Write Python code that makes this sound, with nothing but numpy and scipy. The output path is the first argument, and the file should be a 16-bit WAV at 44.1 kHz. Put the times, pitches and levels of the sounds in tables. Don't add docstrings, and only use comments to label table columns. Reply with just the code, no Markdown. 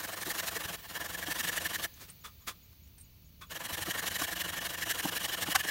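import sys
import numpy as np
from scipy import signal
from scipy.fft import rfft, irfft, next_fast_len
from scipy.io import wavfile
from scipy.ndimage import uniform_filter1d, map_coordinates

SR = 44100
rng = np.random.default_rng(int(sys.argv[2]) if len(sys.argv) > 2 else 0)


def unload_audio(sound):
    columns = np.transpose(np.atleast_2d(sound))
    steps = np.round(np.clip(columns, -1, 1) * 32767)
    wavfile.write(sys.argv[1], SR, steps.astype(np.int16))


N = 251370
TIME_S = np.arange(N) / SR


def amp(db):
    return 10 ** (np.asarray(db) / 20)


def unit(x):
    return x / np.sqrt(np.mean(x ** 2) + 1e-20)


def filtered(x, response):
    m = next_fast_len(N + SR // 2)
    spectrum = rfft(x, m) * response(np.fft.rfftfreq(m, 1 / SR))
    return irfft(spectrum, m)[:N]


def unit_power(response):
    return response / np.sqrt(np.mean(np.abs(response) ** 2))


def colour(points):
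    freq_hz, level_db = np.transpose(points)
    return lambda hz: amp(np.interp(np.log(hz + 1), np.log(freq_hz), level_db))


def body(modes):
    def response(hz):
        total = 0
        for k, (centre_hz, width_hz, level_db) in enumerate(modes):
            damping = 1j * hz * width_hz
            resonance = damping / (centre_hz ** 2 - hz ** 2 + damping)
            total = total + (-1) ** k * amp(level_db) * resonance
        return unit_power(total)
    return response


def white():
    return rng.standard_normal(N)


def noise(points):
    return unit(filtered(white(), colour(points)))


def wobble(knots_per_s):
    knots = rng.standard_normal(int(N * knots_per_s / SR) + 4)
    return map_coordinates(knots, [TIME_S * knots_per_s])


def burst(start_s, rise_s, fall_s):
    t = TIME_S - start_s
    rise = np.sin(np.pi / 2 * np.clip(t / rise_s, 0, 1)) ** 2
    return rise * np.exp(-np.maximum(t - rise_s, 0) / fall_s)


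def shifting(x, depth_db):
    z = signal.stft(x, nperseg=512)[2]
    field = uniform_filter1d(rng.standard_normal(z.shape), size=3, axis=0)
    field = uniform_filter1d(field, size=5, axis=1)
    gain = unit(amp(depth_db * unit(field)))
    return signal.istft(z * gain, nperseg=512)[1][:N]


def forest():
    # time_s, rumble_db, hiss_db
    floor = [(0, -63, -46), (1.8, -56.5, -51), (2.4, -60, -55.5), (3.3, -58, -58.5), (3.7, -58, -56),
             (5.7, -57, -59)]
    # freq_hz, relative density_db (per Hz)
    rumble_spectrum = [(15, -43), (25, -16.5), (73, -1), (129, -9.5), (181, -11), (230, -18), (292, -21.5),
                       (425, -33), (500, -33), (650, -36), (1100, -120)]
    hiss_spectrum = [(240, -46), (400, -14.5), (474, -18), (1640, -22), (2130, -19.5), (2300, -15),
                     (2640, -18), (2940, -17), (3280, -17.5), (4670, -14.5), (5040, -22), (6750, -21.5),
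                     (8370, -30.5), (10500, -24), (15700, -8)]
    time_s, *columns = np.transpose(floor)
    rumble_db, hiss_db = (np.interp(TIME_S, time_s, column) for column in columns)
    rumble = amp(rumble_db + 0.6 * wobble(knots_per_s=18)) * noise(rumble_spectrum)
    hiss = amp(hiss_db + 0.3 * wobble(knots_per_s=3.6)) * noise(hiss_spectrum)
    return rumble + hiss


def insects():
    # freq_hz, width_hz, relative level_db
    drone_modes = [(2272, 16, 6.5), (2570, 60, 4), (2935, 24, 12), (5440, 90, 7), (5950, 53, 10.5),
                   (6360, 99, 6)]
    # weak_db, strong_db
    chirp_db = (-69.5, -67)
    period_s = 0.209
    drone = amp(-77) * filtered(white(), body(drone_modes))
    pulses = np.zeros(N)
    for k, start_s in enumerate(np.arange(0.102, N / SR, period_s)):
        level_db = chirp_db[k % 2] + rng.standard_normal()
        pulses += amp(level_db) * burst(start_s, rise_s=0.023, fall_s=0.015)
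    return drone + filtered(pulses * white(), body([(6770, 70, 0)]))


def trees(x, t60_s, wet_db):
    t = np.arange(SR // 2) / SR
    tail = rng.standard_normal(len(t)) * amp(-60 * t / t60_s) * (1 - np.exp(-t / 0.0092))
    echo = signal.fftconvolve(x, tail / np.linalg.norm(tail))[:N]
    return amp(wet_db) * filtered(echo, colour([(200, 13), (1000, -5.0), (4000, 5.0), (12000, -4.0)]))


def clinks():
    # start_s, pitch_hz, level_db
    clink_rows = [(1.936, 6400, -55), (2.097, 8840, -46.5), (2.98, 8900, -53.5), (2.997, 9000, -56),
                  (3.009, 8760, -50.5)]
    out = np.zeros(N)
    for start_s, pitch_hz, level_db in clink_rows:
        strike = amp(level_db) * burst(start_s, rise_s=0.0032, fall_s=0.0094) * white()
        out += filtered(strike, body([(pitch_hz, 350, 0)]))
    return out


def scuffs():
    # start_s, rise_s, fall_s (exponential part), relative level_db, hollow_db (re scuff)
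    scuff_rows = [(1.855, 0.0067, 0.046, -55, -16), (1.95, 0.024, .06, -56.5, -6),
                  (1.989, 0.032, 0.09, -45.5, -16), (2.072, 0.023, 0.028, -50, -24),
                  (2.233, 0.021, 0.039, -42.5, -1.5), (2.39, 0.03, 0.046, -66, 0),
                  (2.463, 0.021, 0.027, -33, -4), (2.722, 0.0069, 0.0069, -59.5, -8),
                  (2.868, 0.0087, .008, -60, -23), (2.974, 0.0089, .035, -59.5, -27),
                  (3.403, 0.019, 0.024, -48, 4.5)]
    # freq_hz, relative density_db (per Hz)
    rub_spectrum = [(150, -6), (400, -3), (700, -5.5), (1800, -1.5), (3500, -4), (6000, -5), (10000, -9),
                    (15800, -8)]
    # freq_hz, width_hz, relative level_db
    hollow_modes = [(1040, 130, 0.5), (1223, 77, 7), (1370, 94, -1.5), (1490, 180, -3), (1880, 110, -6),
                    (2270, 110, -9), (2560, 67, -6), (3360, 100, 1.5), (3510, 180, -1), (4100, 80, -12)]
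    rub, hollow = np.zeros((2, N))
    for start_s, rise_s, fall_s, level_db, hollow_db in scuff_rows:
        after_peak_s = np.maximum(TIME_S - start_s - rise_s, 0)
        cutoff = np.exp(-(after_peak_s / 0.042) ** 2)
        stroke = amp(level_db) * burst(start_s, rise_s, fall_s) * cutoff
        rub += stroke
        hollow += amp(hollow_db) * stroke
    return amp(-2.5) * (rub * noise(rub_spectrum) + filtered(hollow * white(), body(hollow_modes)))


def bumps():
    # start_s, relative level_db, initial pitch_hz
    bump_rows = [(0.271, -43.5, 341.3), (0.557, -44, 458), (0.647, -48, 95), (1.277, -43, 309.6),
                 (3.721, -49, 88), (3.812, -49, 112), (3.876, -40.5, 334.6), (4.21, -41, 307.3),
                 (5.045, -33.5, 304.4), (5.478, -39, 309.6), (5.642, -46, 332)]
    # freq_hz, relative density_db (per Hz)
    puff_spectrum = [(60, -15), (120, -19), (175, 12.5), (250, -12), (420, 1.5), (800, 0.5), (1300, -8),
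                     (3000, -15)]
    knock, puff = np.zeros((2, N))
    for start_s, level_db, start_hz in bump_rows:
        blow = amp(level_db) * burst(start_s, rise_s=0.011, fall_s=0.006)
        sag = 0.21 * np.clip((TIME_S - start_s - 0.008) / 0.045, 0, 1)
        phase = 2 * np.pi * np.cumsum(start_hz * (1 - sag)) / SR
        knock += blow * np.sin(phase + 2 * np.pi * rng.random())
        puff += amp(level_db) * burst(start_s, rise_s=0.012, fall_s=0.0097)
    return amp(6.0) * knock + amp(2.5) * puff * noise(puff_spectrum)


def snags():
    # centre_s, half_length_s (to 1/e), level_db
    snag_rows = [(4.221, 0.0074, -29.5), (5.558, 0.0073, -18)]
    # freq_hz, relative density_db (per Hz)
    rip_spectrum = [(300, -30), (560, -19), (760, 3.5), (910, -16), (1070, 6), (1270, -11), (1520, 6),
                    (1780, 0), (2100, -7), (2900, -8.5), (4150, -13), (5800, -9.5), (8500, -15.5),
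                    (15800, -18)]
    swell = np.zeros(N)
    for centre_s, half_s, level_db in snag_rows:
        swell += amp(level_db) * np.exp(-((TIME_S - centre_s) / half_s) ** 2)
    return shifting(swell * noise(rip_spectrum), depth_db=1.0)


def strokes():
    # time_s, back-and-forths done
    pace_bouts = [
        [(-0.023, 0), (0.243, 3), (0.5, 6), (0.668, 8), (0.765, 9), (0.988, 11), (1.165, 13), (1.507, 17),
         (1.68, 19), (1.864, 21)],
        [(3.493, 0), (3.677, 2), (4.261, 9), (4.597, 13), (4.928, 17), (5.105, 19), (5.269, 21), (5.537, 24),
         (5.707, 26)],
    ]
    # time_s, relative level_db
    effort_curve = [(0, -41), (0.2, -41), (0.32, -35), (0.56, -38.5), (0.64, -41), (0.74, -42), (0.79, -56),
                    (0.86, -51), (0.95, -41.5), (1.15, -42.5), (1.4, -35), (1.86, -37), (3.5, -46),
                    (3.75, -38.5), (4.07, -36.5), (4.55, -39.5), (4.8, -38.5), (5.2, -35.5), (5.7, -37.5)]
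    # time_s, extra_db
    bite_rows = [(0.393, 1), (0.475, 1.5), (0.521, -3.5), (0.556, 1), (1.444, 5), (1.802, -3), (3.617, -1),
                 (4.071, 1.5), (4.201, 4), (4.244, 2.5), (4.326, -2.5), (4.406, 2), (4.666, 2), (4.91, 5),
                 (5.05, 2), (5.509, 2.5)]
    # time_s, ring_db, overtone_db (relative)
    blade_level = [(0, -2.5, -9.5), (0.47, -6.5, -12), (0.6, -2, -5), (1.1, 0, -5.5), (1.4, -4, -5),
                   (1.7, -2, -3), (3.5, -2, -3), (4.05, 0.5, -3.5), (4.6, 0.5, -1), (4.9, -3, -2),
                   (5.7, -1, -1)]
    # lead_in_s, run_out_s, crest (share of stroke), rasp_db, ring_db, overtone_db, low_db (relative)
    push = (0.0029, 0.0117, 0.52, -0.28, -3.5, 2, -1.1)
    pull = (0.0067, 0.003, 0.67, 0.37, -0.2, -0.7, -3)
    # rasp_db, ring_db, overtone_db, low_db
    scatter_db = (0.82, 1.7, 1.34, 1.05)
    push_share = 0.44
    skid_db = -40.5
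    bite_ring = 0.6
    rows = []
    tone_s, tone_ring_db, tone_overtone_db = np.transpose(blade_level)
    for bout in pace_bouts:
        time_s, done = np.transpose(bout)
        turns_s = np.interp(np.arange(done[-1] + 1), done, time_s)
        for begin, finish in zip(turns_s, turns_s[1:]):
            reverse = begin + push_share * (finish - begin)
            for start, end, direction in (begin, reverse, push), (reverse, finish, pull):
                lead_s, run_out_s, crest, *direction_db = direction
                middle = (start + end) / 2
                effort = np.interp(middle, *np.transpose(effort_curve))
                skid = effort - 20 * np.log10(1 + amp(effort - skid_db) ** 4) / 4
                grip = effort if direction is pull else skid
                bite = sum(db for at, db in bite_rows if start <= at < end)
                ring = grip + bite_ring * bite + np.interp(middle, tone_s, tone_ring_db)
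                overtones = grip + bite + np.interp(middle, tone_s, tone_overtone_db)
                levels_db = np.array([grip + bite, ring, overtones, skid]) + direction_db
                levels_db = levels_db + scatter_db * rng.standard_normal(len(levels_db))
                rows.append((start - lead_s, end + run_out_s, crest, *levels_db))
    return rows


def tearing(speed, fibres_per_s, rub_share):
    chance = fibres_per_s * (0.3 + speed) / SR
    snaps = (rng.random(N) < chance) * white()
    share = np.clip(rub_share, 0, 1)
    return np.sqrt(1 - share) * unit(snaps) + np.sqrt(share) * white()


def drifting(force, modes, stretch):
    mix = np.pi / 4 * (1 + np.tanh(wobble(knots_per_s=25)))

    def tuned(ratio):
        return body([(hz * ratio, width_hz, db) for hz, width_hz, db in modes])
    low = filtered(force * np.cos(mix), tuned(1 - stretch))
    high = filtered(force * np.sin(mix), tuned(1 + stretch))
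    return low + high


def turnaround(level):
    return np.hypot(level, 0.23 * uniform_filter1d(level, size=1800))


def saw():
    # freq_hz, relative density_db (per Hz)
    rasp_spectrum = [(100, -9.5), (400, -4.5), (2400, 0.5), (4000, 3), (4900, -1.5), (6000, 2), (6400, -1),
                     (6900, 2), (7700, -1.5), (9900, -0.5), (10450, -5), (11300, 0.5), (13500, -1),
                     (15800, -2.5)]
    # freq_hz, width_hz, relative level_db
    blade_modes = [(1635, 108, -3.5), (1770, 150, 5), (1826, 128, 4.5), (2230, 114, -11.5)]
    overtone_modes = [(2842, 410, 0), (2970, 137, 6), (3235, 185, 0), (3423, 290, -4), (3680, 280, -12)]
    # freq_hz, width_hz, relative level_db
    low_modes = [(92.3, 8.6, 3.5), (173, 19.6, 3), (317.5, 40, -0.5), (493, 84, -2), (696, 75, 0),
                 (829, 37, -0.5), (1012, 105, 0), (1153, 94, 1), (1543, 400, -2.5)]
    ring_growth_db = 5
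    ring_law = 2.28
    speed, rasp, ring, zing, low = np.zeros((5, N))
    for start, end, crest, rasp_db, ring_db, overtone_db, low_db in strokes():
        on = np.arange(max(0, int(start * SR)), min(N, int(end * SR)))
        progress = (TIME_S[on] - start) / (end - start)
        travel = np.interp(progress, [0, np.clip(crest, 0.1, 0.9), 1], [0, 0.5, 1])
        pace = np.abs(np.sin(np.pi * travel))
        force = pace ** 2
        speed[on] += pace
        rasp[on] += force * amp(rasp_db)
        ring[on] += pace ** ring_law * amp(ring_db + ring_growth_db * (travel - 0.5))
        zing[on] += force * amp(overtone_db)
        low[on] += force * amp(low_db)

    teeth_force = turnaround(rasp) * tearing(speed, fibres_per_s=5000, rub_share=0.83)
    teeth = amp(2.0) * filtered(teeth_force, lambda hz: unit_power(colour(rasp_spectrum)(hz)))
    blade_force = turnaround(ring) * tearing(speed, fibres_per_s=2200, rub_share=0.24)
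    blade = amp(-0.5) * drifting(blade_force, blade_modes, stretch=0.017)
    overtone_force = turnaround(zing) * tearing(speed, fibres_per_s=2500, rub_share=0.11)
    overtones = amp(-3.5) * filtered(overtone_force, body(overtone_modes))
    low_force = turnaround(low) * tearing(speed, fibres_per_s=2000, rub_share=0.52)
    hums_and_log = amp(-0.22) * filtered(low_force, body(low_modes))
    return shifting(teeth, depth_db=2.5) + shifting(blade + overtones + hums_and_log, depth_db=1.5)


def scene():
    near = saw() + snags() + bumps() + scuffs() + clinks()
    return (near + trees(near, t60_s=1.0, wet_db=-28.5) + forest() + insects())[None]


def record(dry):
    top_hz = 15800
    return filtered(dry[0], lambda hz: hz < top_hz)[None]


dry = scene()
out = record(dry)
unload_audio(out)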